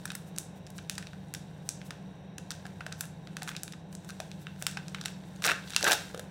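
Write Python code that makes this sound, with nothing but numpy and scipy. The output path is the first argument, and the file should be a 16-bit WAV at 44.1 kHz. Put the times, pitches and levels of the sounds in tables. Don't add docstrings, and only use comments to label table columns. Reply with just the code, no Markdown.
import sys
import numpy as np
from scipy import signal
from scipy.fft import rfft, irfft
from scipy.io import wavfile
from scipy.ndimage import uniform_filter1d

SR = 44100
rng = np.random.default_rng(int(sys.argv[2]) if len(sys.argv) > 2 else 0)


def persist_wave(psi):
    counts = np.round(np.clip(psi, -1, 1) * 32767).astype(np.int16)
    wavfile.write(sys.argv[1], SR, np.atleast_2d(counts).T)


N = 277830

# time in seconds, level in dB; the level glides between rows.
RUSTLE_LEVELS = [(0, -60.5), (.3, -69.5), (.62, -74), (.75, -70), (1.0, -66), (1.3, -69.5), (1.8, -69.5),
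                 (2.1, -72.5), (2.36, -81), (2.52, -67), (2.95, -67.5), (3.2, -72), (3.5, -64), (3.85, -77),
                 (4.1, -64), (4.5, -67), (5.05, -63.5), (5.2, -67), (5.62, -60.5), (5.7, -52.5), (6.0, -50),
                 (6.3, -71)]

# base rate in Hz, lowest heard multiple of it. The base rate is the shaft rate,
# except in the last row, where it is twice the shaft rate of a machine heard only through that tone.
SHAFTS = [(14.81, 3), (13.39, 5), (47.1, 1), (170.3, 1)]
# mean levels in dB of one machine's successive multiples, from its lowest heard one.
HUM_LEVELS_DB = [
    [-76.5, -87, -67, -66.5, -67.5, -81, -65, -55, -52.5, -63.5, -55.5, -92, -72, -71.5, -74, -72.5, -72,
     -73, -67.5],
    [-67.5, -80, -64.5, -74, -60.5, -75, -64, -65, -68, -54, -77, -76],
    [-72.5, -62.5, -75, -63.5],
    [-57],
]
OVERTONE_DB, OVERTONE_TOP_HZ = -78, 895

# frequency in Hz, relative density in dB per Hz.
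AIR_SPECTRUM = [(25, -30), (60, -33), (170, -0.5), (260, -12.5), (470, -9), (830, -18.5), (1050, -17),
                (1200, -28.5), (1550, -26), (2330, -27), (3810, -31), (4860, -47.5), (5800, -32),
                (6600, -51), (14800, -57), (17000, -61)]
AIR_DB = -55
WHINE_HZ, WHINE_WIDTH_HZ, WHINE_DB = 3800, 130, -76

# start in seconds, crack level in dB over SNAP_S, crack pitch in Hz,
# breadth of the crack's peak in octaves, level in dB of the bar's low ring (both before film boosts and fold cut).
CREASE_SNAPS = [(0.0545, -35, 5800, 2.8, -38), (0.0775, -47, 3400, 1.2, -57),
                (0.1035, -35.5, 3700, 0.18, -40), (0.1181, -42, 4900, 1.8, -42),
                (0.1517, -34, 8900, 2.5, -40), (0.3625, -46, 6100, 0.1, -55), (0.3786, -45, 3700, 2.7, -47),
                (0.3847, -28, 7600, 0.59, -50), (0.6669, -48.5, 5430, 0.1, -74),
                (0.6712, -52, 4400, 0.8, -58), (0.7033, -48.5, 7000, 1.3, -68),
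                (0.7816, -43.5, 5800, 0.1, -53), (0.7861, -43.5, 3220, 0.1, -45.5),
                (0.8975, -28, 4000, 2.1, -73), (0.9536, -46, 5200, 0.87, -60), (0.9805, -33, 4400, 1, -34),
                (1.0258, -42.5, 2420, 1.4, -58), (1.0702, -41.5, 3740, 0.082, -52),
                (1.1328, -53, 2300, 2.7, -46), (1.3391, -34.5, 5730, 2.5, -49),
                (1.3486, -35.5, 4340, 0.58, -42), (1.6907, -27, 6470, 0.1, -44.5),
                (1.816, -44.5, 2520, 0.5, -67), (1.9069, -37.5, 3400, 1.15, -38.5),
                (2.382, -38.5, 4600, 1.3, -44.5), (2.506, -33.5, 5200, 0.22, -40),
                (2.513, -39, 4600, 2.8, -42), (2.5195, -39.5, 4330, 0.1, -59),
                (2.6537, -49, 4200, 0.2, -43.5), (2.666, -45.5, 2300, 3.5, -52),
                (2.8068, -42.5, 2300, 1, -37.5), (2.8649, -38, 2400, 2.5, -40),
                (2.9207, -58, 3200, 0.2, -39), (2.9253, -36.5, 5070, 0.069, -43),
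                (3.0087, -28.5, 7700, 1.4, -37.5), (3.0351, -48, 2300, 1.2, -43),
                (3.2727, -44, 3300, 0.1, -46.5), (3.3684, -36, 4000, 1.1, -38),
                (3.4184, -49, 2900, 0.5, -45), (3.4218, -38.5, 3000, 1.5, -40.5),
                (3.4317, -37, 5770, 1.4, -70), (3.4766, -40, 2400, 2.2, -35.5),
                (3.483, -41, 6100, 0.1, -39), (3.4906, -33.5, 2400, 2.1, -41),
                (3.5148, -46, 2400, 2, -44.5), (3.5509, -43.5, 2740, 0.1, -45),
                (3.5655, -34, 4500, 0.42, -53), (3.5685, -47, 3200, 0.32, -48),
                (3.6338, -32.5, 7840, 0.56, -49), (3.6795, -41.5, 3000, 1.2, -56),
                (3.7231, -42.5, 4900, 0.54, -59), (3.735, -48, 3400, 0.5, -44),
                (3.9275, -49.5, 4900, 1.2, -55), (3.9517, -42.5, 6600, 0.1, -59),
                (4.0467, -52, 7100, 0.1, -51), (4.091, -44, 4380, 1.1, -50), (4.0972, -47, 3900, 1.2, -45),
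                (4.105, -42.5, 4400, 1.1, -48), (4.2023, -35.5, 3770, 1.8, -41.5),
                (4.3157, -42.5, 3570, 0.35, -67), (4.469, -39.5, 2700, 0.1, -42.5),
                (4.6163, -54, 2300, 2.5, -44), (4.6244, -32.5, 5200, 2.7, -45),
                (4.6669, -22.5, 3380, 3, -33), (4.7717, -34, 3480, 0.16, -33),
                (4.8826, -42, 5130, 0.18, -58), (4.9464, -32, 2300, 1, -36.5), (4.985, -48, 2300, 0.5, -53),
                (5.0126, -36.5, 4740, 0.1, -46), (5.0384, -45, 3900, 0.35, -50),
                (5.0523, -42, 4400, 1.1, -56), (5.0576, -28, 3500, 1.8, -36.5),
                (5.082, -41, 3700, 0.8, -47), (5.3617, -53.5, 6400, 0.1, -66), (5.422, -36, 2600, 2.5, -42),
                (5.434, -40, 6100, 1.2, -47), (5.441, -25, 2300, 2, -56), (5.446, -42, 4600, 0.35, -36),
                (5.4474, -24, 3600, 0.8, -36), (5.453, -26.5, 6100, 2.5, -26),
                (5.4585, -36, 5500, 2.5, -30), (5.4637, -24.5, 6100, 1.8, -29),
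                (5.4755, -25, 3440, 0.1, -36), (5.4814, -26, 2350, 0.1, -38),
                (5.4885, -30, 4380, 0.99, -22), (5.4949, -28, 2320, 0.1, -22.5),
                (5.5006, -32, 2300, 1.4, -32), (5.5106, -28, 2300, 1.3, -31), (5.5162, -30, 3200, 1.5, -21),
                (5.698, -47, 5200, 1.8, -57), (5.705, -38, 4370, 1, -53), (5.724, -41, 3950, 0.1, -51),
                (5.735, -38, 3900, 0.081, -44), (5.747, -37, 3400, 0.8, -45),
                (5.7637, -17, 4230, 0.65, -29.5), (5.8095, -40, 2400, 2.5, -39),
                (5.8278, -24.5, 4400, 0.35, -44), (5.843, -23, 5630, 0.58, -34),
                (5.8502, -30, 2300, 1.2, -26), (5.8637, -37, 2600, 0.1, -29),
                (5.8672, -25, 2300, 0.86, -22), (5.8748, -28, 2300, 2.2, -31),
                (5.8773, -26, 4900, 0.97, -20), (5.8857, -29, 3000, 2.5, -32), (5.897, -41, 2900, 0.1, -31),
                (5.902, -28, 2530, 0.1, -34), (5.9108, -25.5, 3700, 3.4, -25),
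                (5.9181, -19, 3920, 1.3, -29), (5.9221, -22.5, 3800, 0.11, -33),
                (5.9305, -21.5, 3900, 2.1, -28), (5.9353, -31, 6400, 2.5, -36),
                (6.0981, -59, 2300, 0.1, -48), (6.1462, -41.5, 2300, 3.1, -41.5),
                (6.1763, -45, 4200, 1.4, -55), (6.1952, -38.5, 3700, 4.5, -42.5)]
SNAP_S = .003
CRACK_BELOW_DB, CRACK_ABOVE_DB = 11.5, 17.5
RING_HZ, RING_BELOW_DB, RING_ABOVE_DB, RING_TOP_OCT = 1526, 6, 17.5, 0.068
CRACKLE_DECAY_MS, DULL_STRETCH, CRACKLE_SPREAD = 2.31, 0.037, 0.34
LOUD_SHRINK, TEAR_STRETCH = 0.018, 0.67
FOLD_CUT_HZ, FOLD_CUT_DB = 1290, 11.5
# frequency in Hz, width in Hz, mean boost in dB.
FILM_MODES = [(1545, 59, 1), (2550, 180, 6), (3790, 170, 3), (5680, 440, 3), (7600, 1100, 3),
              (9830, 1400, 5)]

# time of the peak in seconds, peak level in dB.
SWIPES = [(.28, -63.5), (.57, -66), (.77, -60), (1.67, -64), (1.866, -58), (3.0, -58), (3.49, -53),
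          (3.935, -63), (4.093, -60), (4.42, -60.5), (4.61, -57), (5.28, -70)]
SWIPE_S, SWIPE_LO_HZ, SWIPE_HI_HZ = .013, 3430, 14200

# start in seconds, level in dB, pitch in Hz.
KNOCKS = [(2.653, -44, 720), (2.806, -47, 730), (2.865, -40, 638), (3.421, -38.5, 755), (4.201, -33, 650),
          (4.623, -40.5, 630), (4.77, -40.5, 805), (5.054, -44, 784), (5.47, -32, 695), (5.836, -26, 570),
          (5.875, -27.5, 426), (5.911, -26.5, 755), (6.145, -31.5, 497), (6.176, -38.5, 490),
          (6.195, -36, 516)]
KNOCK_T60_S = 0.043

# start in seconds, attack in seconds, hold in seconds, level in dB,
# thump in dB above the body, treble drift in dB per second.
TEARS = [(5.421, 0.037, 0.058, -40.5, 2, -110), (5.805, 0.065, 0.063, -38, 5.5, 58)]
TEAR_EDGES_HZ = [330, 1000, 2000, 6000, 14000]
TEAR_RISE_DB, TEAR_FALL_DB_S = 20, 600
TEAR_FILM_DB, TEAR_HISS_DB = 3.5, -2.5

# frequency in Hz, time in seconds to fall 60 dB.
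ROOM_T60 = [(500, 0.34), (2000, 0.38), (6000, 0.36), (16000, 0.17)]
ROOM_DB = -12

# frequency in Hz, width in Hz, level in dB of the added ring.
HOUSING = [(810, 375, -7), (1581, 307, 0.5), (2704, 180, -5), (3810, 340, -5.5), (5750, 500, -7),
           (8040, 1050, -5.5), (9540, 400, -22), (14400, 790, -4)]
TOP_HZ = 15900


def undb(db):
    return 10 ** (np.asarray(db) / 20)


def level(x, db):
    return x * undb(db) / np.sqrt(np.mean(x ** 2))


def band(x, lo_hz, hi_hz, order=2):
    return signal.sosfilt(signal.butter(order, [lo_hz, hi_hz], "bandpass", fs=SR, output="sos"), x)


def walk(rate):
    hold = int(SR / rate)
    steps = np.repeat(rng.standard_normal(N // hold + 1), hold)
    return 1.207 * uniform_filter1d(uniform_filter1d(steps, hold), hold)[:N]


def grains(rate, spread_db):
    hit = rng.random(N) < rate / SR
    sign = rng.choice([-1, 1], N)
    return level(hit * sign * undb(spread_db * rng.exponential(size=N)), 0)


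def scatter(times, sounds):
    out = np.zeros(N + sounds.shape[1])
    for start, sound in zip((times * SR).astype(int), sounds):
        out[start:start + len(sound)] += sound
    return out[:N]


def rustle():
    s, db = np.transpose(RUSTLE_LEVELS)
    sound = level(band(grains(6700, 1.4), 1300, 8500, order=1), -4)
    smear = rng.standard_normal(200) * np.exp(-np.arange(200) / SR / 0.00056)
    for lo, hi, tick_db in [(1170, 3600, -4.5), (2800, 4600, -7.5), (5900, 10200, -10.5)]:
        ticks = np.convolve(grains(160, 1.7), smear)[:N]
        sound = sound + level(band(ticks, lo, hi), tick_db)
    return sound * undb(np.interp(np.arange(N) / SR, s, db))


def hum():
    out = 0
    for (hz, first), levels in zip(SHAFTS, HUM_LEVELS_DB):
        turn = 2 * np.pi * np.cumsum(hz * (1 + 0.001422 * walk(0.804))) / SR
        for multiple, db in enumerate(levels, first):
            gain = np.sqrt(2) * undb(db + 2.25 * walk(1.543))
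            out = out + gain * np.sin(multiple * turn + 2 * np.pi * rng.random())
        for multiple in range(first + len(levels), int(OVERTONE_TOP_HZ / hz), 2):
            gain = undb(OVERTONE_DB + 3.4 * rng.standard_normal())
            out = out + gain * np.sin(multiple * turn + 2 * np.pi * rng.random())
    return out


def air():
    hz, db = np.transpose(AIR_SPECTRUM)
    f = np.maximum(np.fft.rfftfreq(N, 1 / SR), 1)
    colour = undb(np.interp(np.log(f), np.log(hz), db))
    noise = irfft(rfft(rng.standard_normal(N)) * colour, N)
    lo, hi = WHINE_HZ - WHINE_WIDTH_HZ / 2, WHINE_HZ + WHINE_WIDTH_HZ / 2
    whine = level(band(rng.standard_normal(N), lo, hi, order=1), WHINE_DB)
    return whine + level(noise, AIR_DB) * undb(0.85 * walk(3.3))


def causal(db):
    ceps = irfft(db * np.log(10) / 20)
    half = ceps.shape[1] // 2
    ceps[:, 1:half] *= 2
    ceps[:, half + 1:] = 0
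    return np.exp(rfft(ceps))


def hump(hz, centre_hz, below_db, above_db, top_oct, db):
    octs = np.log2((hz + 1) / centre_hz)
    fall_db = np.where(octs < 0, below_db, above_db) * (np.hypot(octs, top_oct) - top_oct)
    power = undb(-fall_db) ** 2
    return power * undb(db) ** 2 * SNAP_S * SR * (len(hz) - 1) / power.sum(axis=-1, keepdims=True)


def film(hz, count):
    chance, boost = rng.standard_normal((count, len(FILM_MODES), 2)), 0
    for k, (mode_hz, width, db) in enumerate(FILM_MODES):
        centre = mode_hz * (1 + 0.048 * chance[:, k, :1])
        peak_db = db * (1 + 0.18 * chance[:, k, 1:])
        boost = boost + peak_db / (1 + (2 * (hz - centre) / width) ** 2)
    return boost


def snaps():
    s, crack_db, crack_hz, breadth, ring_db = np.transpose(CREASE_SNAPS)
    t = np.arange(2048) / SR
    hz = np.fft.rfftfreq(len(t), 1 / SR)
    shape = (len(s), len(t))
    after = rng.standard_normal(shape) * (rng.random(shape) < .4)

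    tearing = sum((s > start) & (s < start + attack + hold) for start, attack, hold, *_ in TEARS)
    stretch = DULL_STRETCH * (ring_db - crack_db) - LOUD_SHRINK * (crack_db + 42.5) + TEAR_STRETCH * tearing
    stretch = stretch + CRACKLE_SPREAD * rng.standard_normal(len(s))
    decay_ms = CRACKLE_DECAY_MS * np.exp(stretch)[:, None]
    push = 0.59 / 1.5 * decay_ms * after * np.exp(-t * 1000 / decay_ms)
    push += 0.054 * after * np.exp(-t / 0.012)
    push[:, 0] = -2.14

    crackle = rfft(push)
    crackle /= np.sqrt(uniform_filter1d(np.abs(crackle) ** 2, size=140, axis=1))

    crack = hump(hz, crack_hz[:, None], CRACK_BELOW_DB, CRACK_ABOVE_DB, breadth[:, None], crack_db[:, None])
    ring = hump(hz, RING_HZ, RING_BELOW_DB, RING_ABOVE_DB, RING_TOP_OCT, ring_db[:, None])
    slope = 10 * np.log10(crack + ring + 1e-12)
    slope += FOLD_CUT_DB * np.minimum(np.log2((hz + 1) / FOLD_CUT_HZ), 0).clip(-3)
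    colour = causal(slope + film(hz, count=len(s)) - 2.5)

    near = scatter(s, irfft(colour * crackle))
    radiated = scatter(s, irfft(colour * np.abs(crackle) ** 0.5))
    return near, radiated


def swipes():
    t = np.arange(N) / SR
    swell = sum(undb(db) * np.exp(-.5 * ((t - s) / SWIPE_S) ** 2) for s, db in SWIPES)
    return swell * level(band(grains(5000, 1.2), SWIPE_LO_HZ, SWIPE_HI_HZ, order=1), 0)


def knocks():
    s, db, hz = np.transpose(KNOCKS)[:, :, None]
    t = np.arange(4096) / SR
    pair = np.sin(2 * np.pi * hz * t) + 0.33 * np.sin(2 * np.pi * 1.114 * hz * t)
    soft_start = np.clip(t / 0.00057, 0, 1)
    ring = pair * np.exp(-np.log(1000) * t / KNOCK_T60_S) * soft_start
    return scatter(s[:, 0], undb(db) * ring)


def tears():
    t, out = np.arange(N) / SR, 0
    cracks = grains(1200, 2.4)
    for start, attack, hold, db, thump_db, drift in TEARS:
        since = t - start - attack
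        rise_db = TEAR_RISE_DB * np.minimum(since / attack, 0)
        fall_db = TEAR_FALL_DB_S * np.maximum(since - hold, 0)
        body_db = db + rise_db - fall_db
        treble_db = drift * np.clip(since, -attack, hold)
        parts_db = thump_db, 0, TEAR_FILM_DB + treble_db, TEAR_HISS_DB + treble_db
        for lo, hi, part_db in zip(TEAR_EDGES_HZ, TEAR_EDGES_HZ[1:], parts_db):
            part = level(band(cracks, lo, hi), -1)
            out = out + part * undb(body_db + part_db) * (t > start)
    return out


def room(x):
    t = np.arange(int(.6 * SR)) / SR
    hz, t60 = np.transpose(ROOM_T60)
    tail = 0
    for f in 300 * 2 ** np.arange(0, 6, .5):
        band_t60 = np.interp(np.log(f), np.log(hz), t60)
        noise = band(rng.standard_normal(len(t)), f / 1.215, f * 1.198)
        tail = tail + noise * np.exp(-np.log(1000) * t / band_t60)
    tail *= np.clip(t / 0.017, 0, 1)
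    return signal.fftconvolve(x, tail * undb(ROOM_DB) / np.sqrt(np.sum(tail ** 2)))[:N]


def scene():
    near, radiated = snaps()
    handling = tears() + rustle() + swipes() + knocks()
    return (near + handling + room(radiated + handling) + hum() + air())[None]


def record(dry):
    rings = 0
    for hz, width, db in HOUSING:
        b, a = signal.iirpeak(hz, hz / width, fs=SR)
        rings = rings + undb(db) * signal.lfilter(b, a, dry)
    steep_cut = signal.ellip(10, .2, 80, TOP_HZ, fs=SR, output="sos")
    return signal.sosfilt(steep_cut, dry + rings)


dry = scene()
out = record(dry)
persist_wave(out)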